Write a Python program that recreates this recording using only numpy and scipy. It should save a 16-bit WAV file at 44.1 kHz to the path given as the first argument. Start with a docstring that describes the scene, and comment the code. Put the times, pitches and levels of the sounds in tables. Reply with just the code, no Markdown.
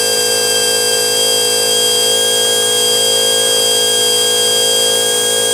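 """Die grinder truing lathe chuck jaws

An air die grinder, clamped in a lathe's tool post, trues the jaws of the turning chuck.
Its rotor whines as a stack of tones on about 540 turns a second, over noise for the exhaust hiss.
For the first second or so the jaws brush and snag the stone and drag it down; then the cut lightens.
Underneath, the lathe drones in tones of its gear knock, with clattering teeth, mains hum and a rumble.
"""
import sys
import numpy as np
from scipy import signal
from scipy.fft import rfft, irfft, next_fast_len
from scipy.io import wavfile
from scipy.ndimage import uniform_filter1d

SR = 44100
rng = np.random.default_rng(int(sys.argv[2]) if len(sys.argv) > 2 else 0)


def unload_wav(signal):
    """Save mono or channel-first audio to the path in sys.argv[1] as 16-bit WAV at rate SR, clipped to [-1, 1]."""
    wavfile.write(
        sys.argv[1],
        SR,
        np.round(np.clip(np.atleast_2d(signal).T, -1, 1) * 32767).astype(np.int16),
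    )


N = 243873
TIME = np.arange(N) / SR  # seconds


def gain_of(db):
    """Decibels to an amplitude factor."""
    return 10 ** (np.asarray(db) / 20)


def evened(x):
    """Scales a signal to an rms of one."""
    return x / np.sqrt(np.mean(x ** 2) + 1e-20)


def read_curve(points, hz):
    """Reads a table of (Hz, value) along a logarithmic frequency axis."""
    point_hz, value = np.transpose(points)
    return np.interp(np.log(hz + 1), np.log(point_hz + 1), value)


def wander(rate_hz, size=4096):
    """Smooth random drift of rms one, with little movement above the given rate."""
    hz = np.fft.rfftfreq(size, TIME[-1] / size)
    slow = irfft(rfft(rng.standard_normal(size)) / (1 + (hz / rate_hz) ** 2))
    return np.interp(TIME, np.linspace(0, TIME[-1], size), evened(slow))


def pair(tone, spread):
    """A complex tone of rms one reaches the two microphones a small phase angle apart."""
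    left = tone.real - spread * tone.imag
    right = tone.real + spread * tone.imag
    return np.sqrt(2) * np.array([left, right])


# How alike the noise is at the two microphones.
# Each row: frequency in Hz, likeness of the two sides (1 = identical).
SIDE_LIKENESS = [(100, .99), (480, 0.97), (640, 0.9), (850, 0.87), (1450, 1), (1700, .999), (4500, .998),
                 (6000, 0.87), (10000, 0.98), (12000, 0.99), (14000, 0.92)]


def noise(spectrum, ripple_db):
    """Stereo noise of a given density; reflections off the machine ripple its spectrum."""
    size = next_fast_len(N, True)
    hz = np.fft.rfftfreq(size, 1 / SR)
    shared, apart = rfft(rng.standard_normal((2, size)))
    likeness = np.clip(read_curve(SIDE_LIKENESS, hz), 0, 1)
    middle = shared * np.sqrt((1 + likeness) / 2)
    side = apart * np.sqrt((1 - likeness) / 2)
    sides = middle + np.outer([1, -1], side)
    ripple = uniform_filter1d(rng.standard_normal(len(hz)), size=500)
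    ripple = evened(uniform_filter1d(ripple, size=300))
    level_db = read_curve(spectrum, hz) + ripple_db * ripple
    return irfft(sides * gain_of(level_db), size)[:, :N] * np.sqrt(SR / 2)


# The running lathe and the shop around it.
# Each row: frequency in Hz, density in dB per Hz.
RUMBLE_SPECTRUM = [(20, -82), (50, -85), (85, -85), (115, -72), (155, -65.5), (195, -75), (290, -67.5),
                   (480, -64.5), (640, -69.5), (1100, -70), (1350, -73.5), (2000, -76), (4000, -88),
                   (9000, -105)]


def rumble(swell_db=2.0):
    """Low broadband noise of the lathe and shop, swelling unevenly."""
    return noise(RUMBLE_SPECTRUM, ripple_db=2.4) * gain_of(swell_db * wander(6.6))


# Mains hum of the lathe motor. One row: frequency in Hz, rms level in dB.
MOTOR_HUM = (120, -54.5)


def motor_hum():
    """The lathe motor hums as one steady sine."""
    hum_hz, hum_db = MOTOR_HUM
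    return np.sqrt(2) * gain_of(hum_db) * np.sin(2 * np.pi * hum_hz * TIME)


# Loose gear teeth clattering. Each row: frequency in Hz, density in dB per Hz.
CLATTER_SPECTRUM = [(1000, -102), (1700, -75.5), (2150, -72), (2500, -97), (3500, -79)]


def clatter(knocks):
    """Noise of loose teeth, pulsing twice a knock because they touch on both flanks."""
    backlash = 1 + 0.3 * np.cos(4 * np.pi * knocks)
    return backlash * noise(CLATTER_SPECTRUM, ripple_db=1)


KNOCK_HZ = 53.953
# The lathe's drone. Each row: order as a multiple of the gear knock rate, level in dB.
GEAR_TONES = [(1, -64), (2, -42), (3, -53.5), (4, -39), (5, -41), (6, -49.5), (7, -40), (8, -26), (9, -22),
              (10, -33), (11, -42.5), (12, -46.5), (13, -33.5), (14, -47.5), (15, -36.5), (16, -42),
              (17, -40.5), (18, -59), (19, -42), (20, -48.5), (22, -44), (24, -51.5), (27, -47), (28, -47),
              (29, -49.5), (30, -48), (34, -60), (41, -53.5), (42, -46.5)]


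def gears(waver=0.038, in_step=2.05, spread=0.018, widening=0.33):
    """Each gear knock rings the headstock: tones near its ring keep in step, others scatter.

    The quieter a tone, the wider it sits between the microphones.
    """
    knocks = KNOCK_HZ * TIME - .4 + .0012 * wander(4)  # count of knocks, slightly uneven
    ring_order, loudest_db = max(GEAR_TONES, key=lambda row: row[1])
    drone = np.zeros((2, N))
    for order, db in GEAR_TONES:
        looseness = np.clip((abs(order - ring_order) - 1) / in_step, 0, 1)
        scatter = looseness * rng.uniform(-0.49, 0.48)  # cycles
        tone = np.exp(2j * np.pi * (round(order) * knocks + scatter))
        width = spread * gain_of(widening * (loudest_db - db))
        drone += gain_of(db) * (1 + waver * wander(8)) * pair(tone, width)
    return drone + clatter(knocks)


def lathe():
    """The lathe's gears and motor hum over an uneven rumble."""
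    return gears() + motor_hum() + rumble()


# Exhaust air and abrasive hiss, before the trim.
# Each row: frequency in Hz, density in dB per Hz.
HISS_SPECTRUM = [(80, -100), (900, -79), (2600, -70), (3500, -68.5), (5100, -65.5), (5500, -67.5),
                 (6200, -60), (7100, -65), (7750, -58.5), (8350, -57.5), (10200, -61), (11300, -64),
                 (12400, -73.5), (13900, -68), (15700, -83)]
HISS_TRIM_DB = 0.22
VANES = 3


def exhaust(turns, puff=.05, gust_db=0.2):
    """Steady air hiss that puffs as each rotor vane passes the port."""
    puffs = 1 + puff * np.cos(2 * np.pi * VANES * turns)
    return noise(HISS_SPECTRUM, ripple_db=1.0) * puffs * gain_of(HISS_TRIM_DB + gust_db * wander(27))


JAWS, CHUCK_HZ = 3, 5.35  # CHUCK_HZ in turns a second
# While the cut is heavy, every passing jaw brushes the stone and brakes the rotor.
FIRST_JAW_S, BRUSH_END_S, BRUSH_FADE_S = .04, 1.25, .3
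BRUSH_LOSS_HZ, BITE_S = 1.3, .014  # BITE_S: from first touch to deepest drag
# Now and then a jaw snags the stone hard.
# Each row: time of the deepest drag in seconds, further speed lost in Hz.
HARD_SNAGS = [(.16, 1.7), (.292, 1.9), (.545, 1.9), (.61, .7), (.668, 1), (.73, 1.3), (.917, 2.9)]


def snag_sag():
    """Rotor speed lost to the jaws (Hz): each bites quickly and lets go more slowly."""
    passes = np.arange(FIRST_JAW_S, BRUSH_END_S, 1 / (JAWS * CHUCK_HZ))
    brushes = [(s, BRUSH_LOSS_HZ * min(1, (BRUSH_END_S - s) / BRUSH_FADE_S)) for s in passes]
    sag = np.zeros(N)
    for s, lost_hz in brushes + HARD_SNAGS:
        u = np.maximum((TIME - s) / BITE_S + 1, 0)
        sag += lost_hz * (u * np.exp(1 - u)) ** 2
    return sag


def choking(sag):
    """The whine dips as a jaw brakes the rotor, and swells just after as it picks up (Hz)."""
    drag = uniform_filter1d(sag, size=500) - uniform_filter1d(sag, size=6000)
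    dip = np.interp(TIME + .003, TIME, drag)  # 3 ms early
    swell = .5 * np.interp(TIME - .018, TIME, drag)  # 18 ms late
    return dip - swell


def chuck_echo(rate_hz=32):
    """Sound thrown back by the spinning chuck: repeats each turn and each jaw, plus random drift."""
    coarse = TIME[::32]
    swing = np.zeros(len(coarse))
    for per_turn, size in ((1, .5), (3, 1), (6, .6)):
        swing += size * np.cos(2 * np.pi * (per_turn * CHUCK_HZ * coarse + rng.random()))
    return np.interp(TIME, coarse, swing) + wander(rate_hz) + 1j * wander(rate_hz)


WORKING_HZ = 538
# The strong rotor tones; each fades near one speed, where its echo off the machine cancels it.
# Each row: order as a multiple of rotor speed, level in dB at working speed before the fade,
# slope in dB per Hz faster, speed of the fade in Hz, its depth in dB, its width in Hz,
# choke in dB per Hz of braking.
STRONG_TONES = [(3, -27.5, -0.23, 537.7, 5.5, 1.66, .2), (6, -15.5, -0.99, 535.1, 11, 2.07, 2.2),
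                (9, -19.5, .3, 541.8, 10.5, 2.6, .2), (15, -22, 0.23, 535.5, 1.5, 1.5, 2.5)]


def strong_tones(speed_hz):
    """(order, dB, choke) of each strong tone: its level follows the rotor's speed."""
    tones = []
    for order, db, slope, fade_hz, depth_db, width_hz, choke in STRONG_TONES:
        fade_db = depth_db * np.exp(-((speed_hz - fade_hz) / width_hz) ** 2)
        tones.append((round(order), db + slope * (speed_hz - WORKING_HZ) - fade_db, choke))
    return tones


# Rotor speeds in a heavy cut, in a light cut and running almost free, each in Hz.
CUT_SPEEDS_HZ = (535.8, 538.5, 541.5)
# The weaker rotor tones. Each row: order as a multiple of rotor speed, level in dB in a heavy cut,
# level in dB in a light cut, level in dB running almost free.
WEAK_TONES = [(1, -35, -31, -32), (2, -48, -47.5, -46), (4, -48, -48.5, -47), (5, -32, -37, -40.5),
              (7, -44.5, -42, -42), (8, -80, -63, -53), (10, -35.5, -40.5, -40), (11, -32, -33.5, -34),
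              (12, -36.5, -35, -34.5), (13, -40, -33.5, -31.5), (14, -38, -34, -36), (16, -30, -30.5, -37),
              (17, -41, -39, -37), (18, -54, -39, -37), (19, -37, -45, -44), (20, -50, -51, -47),
              (21, -31.5, -36, -45), (22, -51, -52, -45), (23, -49, -45, -45), (24, -49, -45, -40),
              (27, -44, -45, -41), (28, -57, -50, -49)]


def whine(speed_hz, sag, turns, flutter=0.077, weak_flutter=0.18, weak_choke=0.2, spread=0.12):
    """The rotor chops the air into a stack of tones; within each group, high ones flutter most."""
    settled_hz = uniform_filter1d(speed_hz - sag, size=2000)  # smoothed: echoes take a moment to follow
    tones = [(order, db, flutter, choke) for order, db, choke in strong_tones(settled_hz)]
    top_order = max(order for order, *_ in tones)
    for order, *cut_dbs in WEAK_TONES:
        db = np.interp(speed_hz, CUT_SPEEDS_HZ, cut_dbs)
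        tones.append((round(order), db, weak_flutter, weak_choke))
    braking = choking(sag)
    out = np.zeros((2, N))
    for order, db, depth, choke in tones:
        height = order / top_order
        # the lowest tone is the shaft's own swing and gets no offset; it beats with the gears
        offset = rng.random() * (order > 1)
        tone = np.exp(2j * np.pi * (order * turns + offset))
        tone = tone * (1 + depth * height ** 0.72 * chuck_echo())
        out += gain_of(db - choke * braking) * pair(tone, spread * height)
    return out


START_TURNS = .43
# The rotor speeds up, unsteadily, as the cut lightens.
# Each row: time in seconds, speed in Hz before the jaws' drag.
ROTOR_SPEED = [(0.0, 534.8), (0.12, 536.8), (0.58, 535.0), (1.12, 536.2), (1.2, 537.7), (1.67, 536.1),
               (1.76, 539.1), (1.88, 537.9), (2.07, 537.7), (2.19, 540.2), (2.43, 539.3), (2.69, 540.9),
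               (2.88, 538.2), (3.2, 538.6), (3.48, 540.1), (3.57, 537.9), (3.94, 539.6), (4.14, 538.0),
               (4.32, 539.9), (4.45, 538.7), (4.83, 538.9), (5.11, 541.8), (5.53, 542.0)]


def grinder():
    """One rotor speed, less the jaws' drag, turns both the whine and the exhaust."""
    speed_hz = np.interp(TIME, *np.transpose(ROTOR_SPEED))
    sag = snag_sag()
    jitter = 0.0041 * wander(13)  # turns; the stone never runs quite evenly
    turns = START_TURNS + np.cumsum(speed_hz - sag) / SR + jitter
    return whine(speed_hz, sag, turns) + exhaust(turns)


def scene():
    """The lathe drones under the grinder, both close by."""
    return lathe() + grinder()


CUTOFF_HZ = 15800
# Lean of the microphone pair. Each row: frequency in Hz, left minus right in dB.
STEREO_LEAN = [(100, -.3), (400, -.15), (1500, 0), (2500, 1.5), (4800, 1.2), (8100, 1.7), (12000, 2.5)]


def record(dry):
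    """The microphones drop the deep bass and lean the treble left; then comes the band limit."""
    size = next_fast_len(N, True)
    hz = np.fft.rfftfreq(size, 1 / SR)
    lean_db = read_curve(STEREO_LEAN, hz)
    low_cut = hz ** 2 / np.hypot(hz ** 2, 55 ** 2)  # corner at 55 Hz
    sides = gain_of([lean_db / 2, -lean_db / 2])
    heard = irfft(rfft(dry, size) * low_cut * sides, size)[:, :N]
    band_limit = signal.firwin(601, CUTOFF_HZ, window=("kaiser", 9), fs=SR)
    return signal.oaconvolve(heard, band_limit[None], "same")


dry = scene()
out = record(dry)
unload_wav(out)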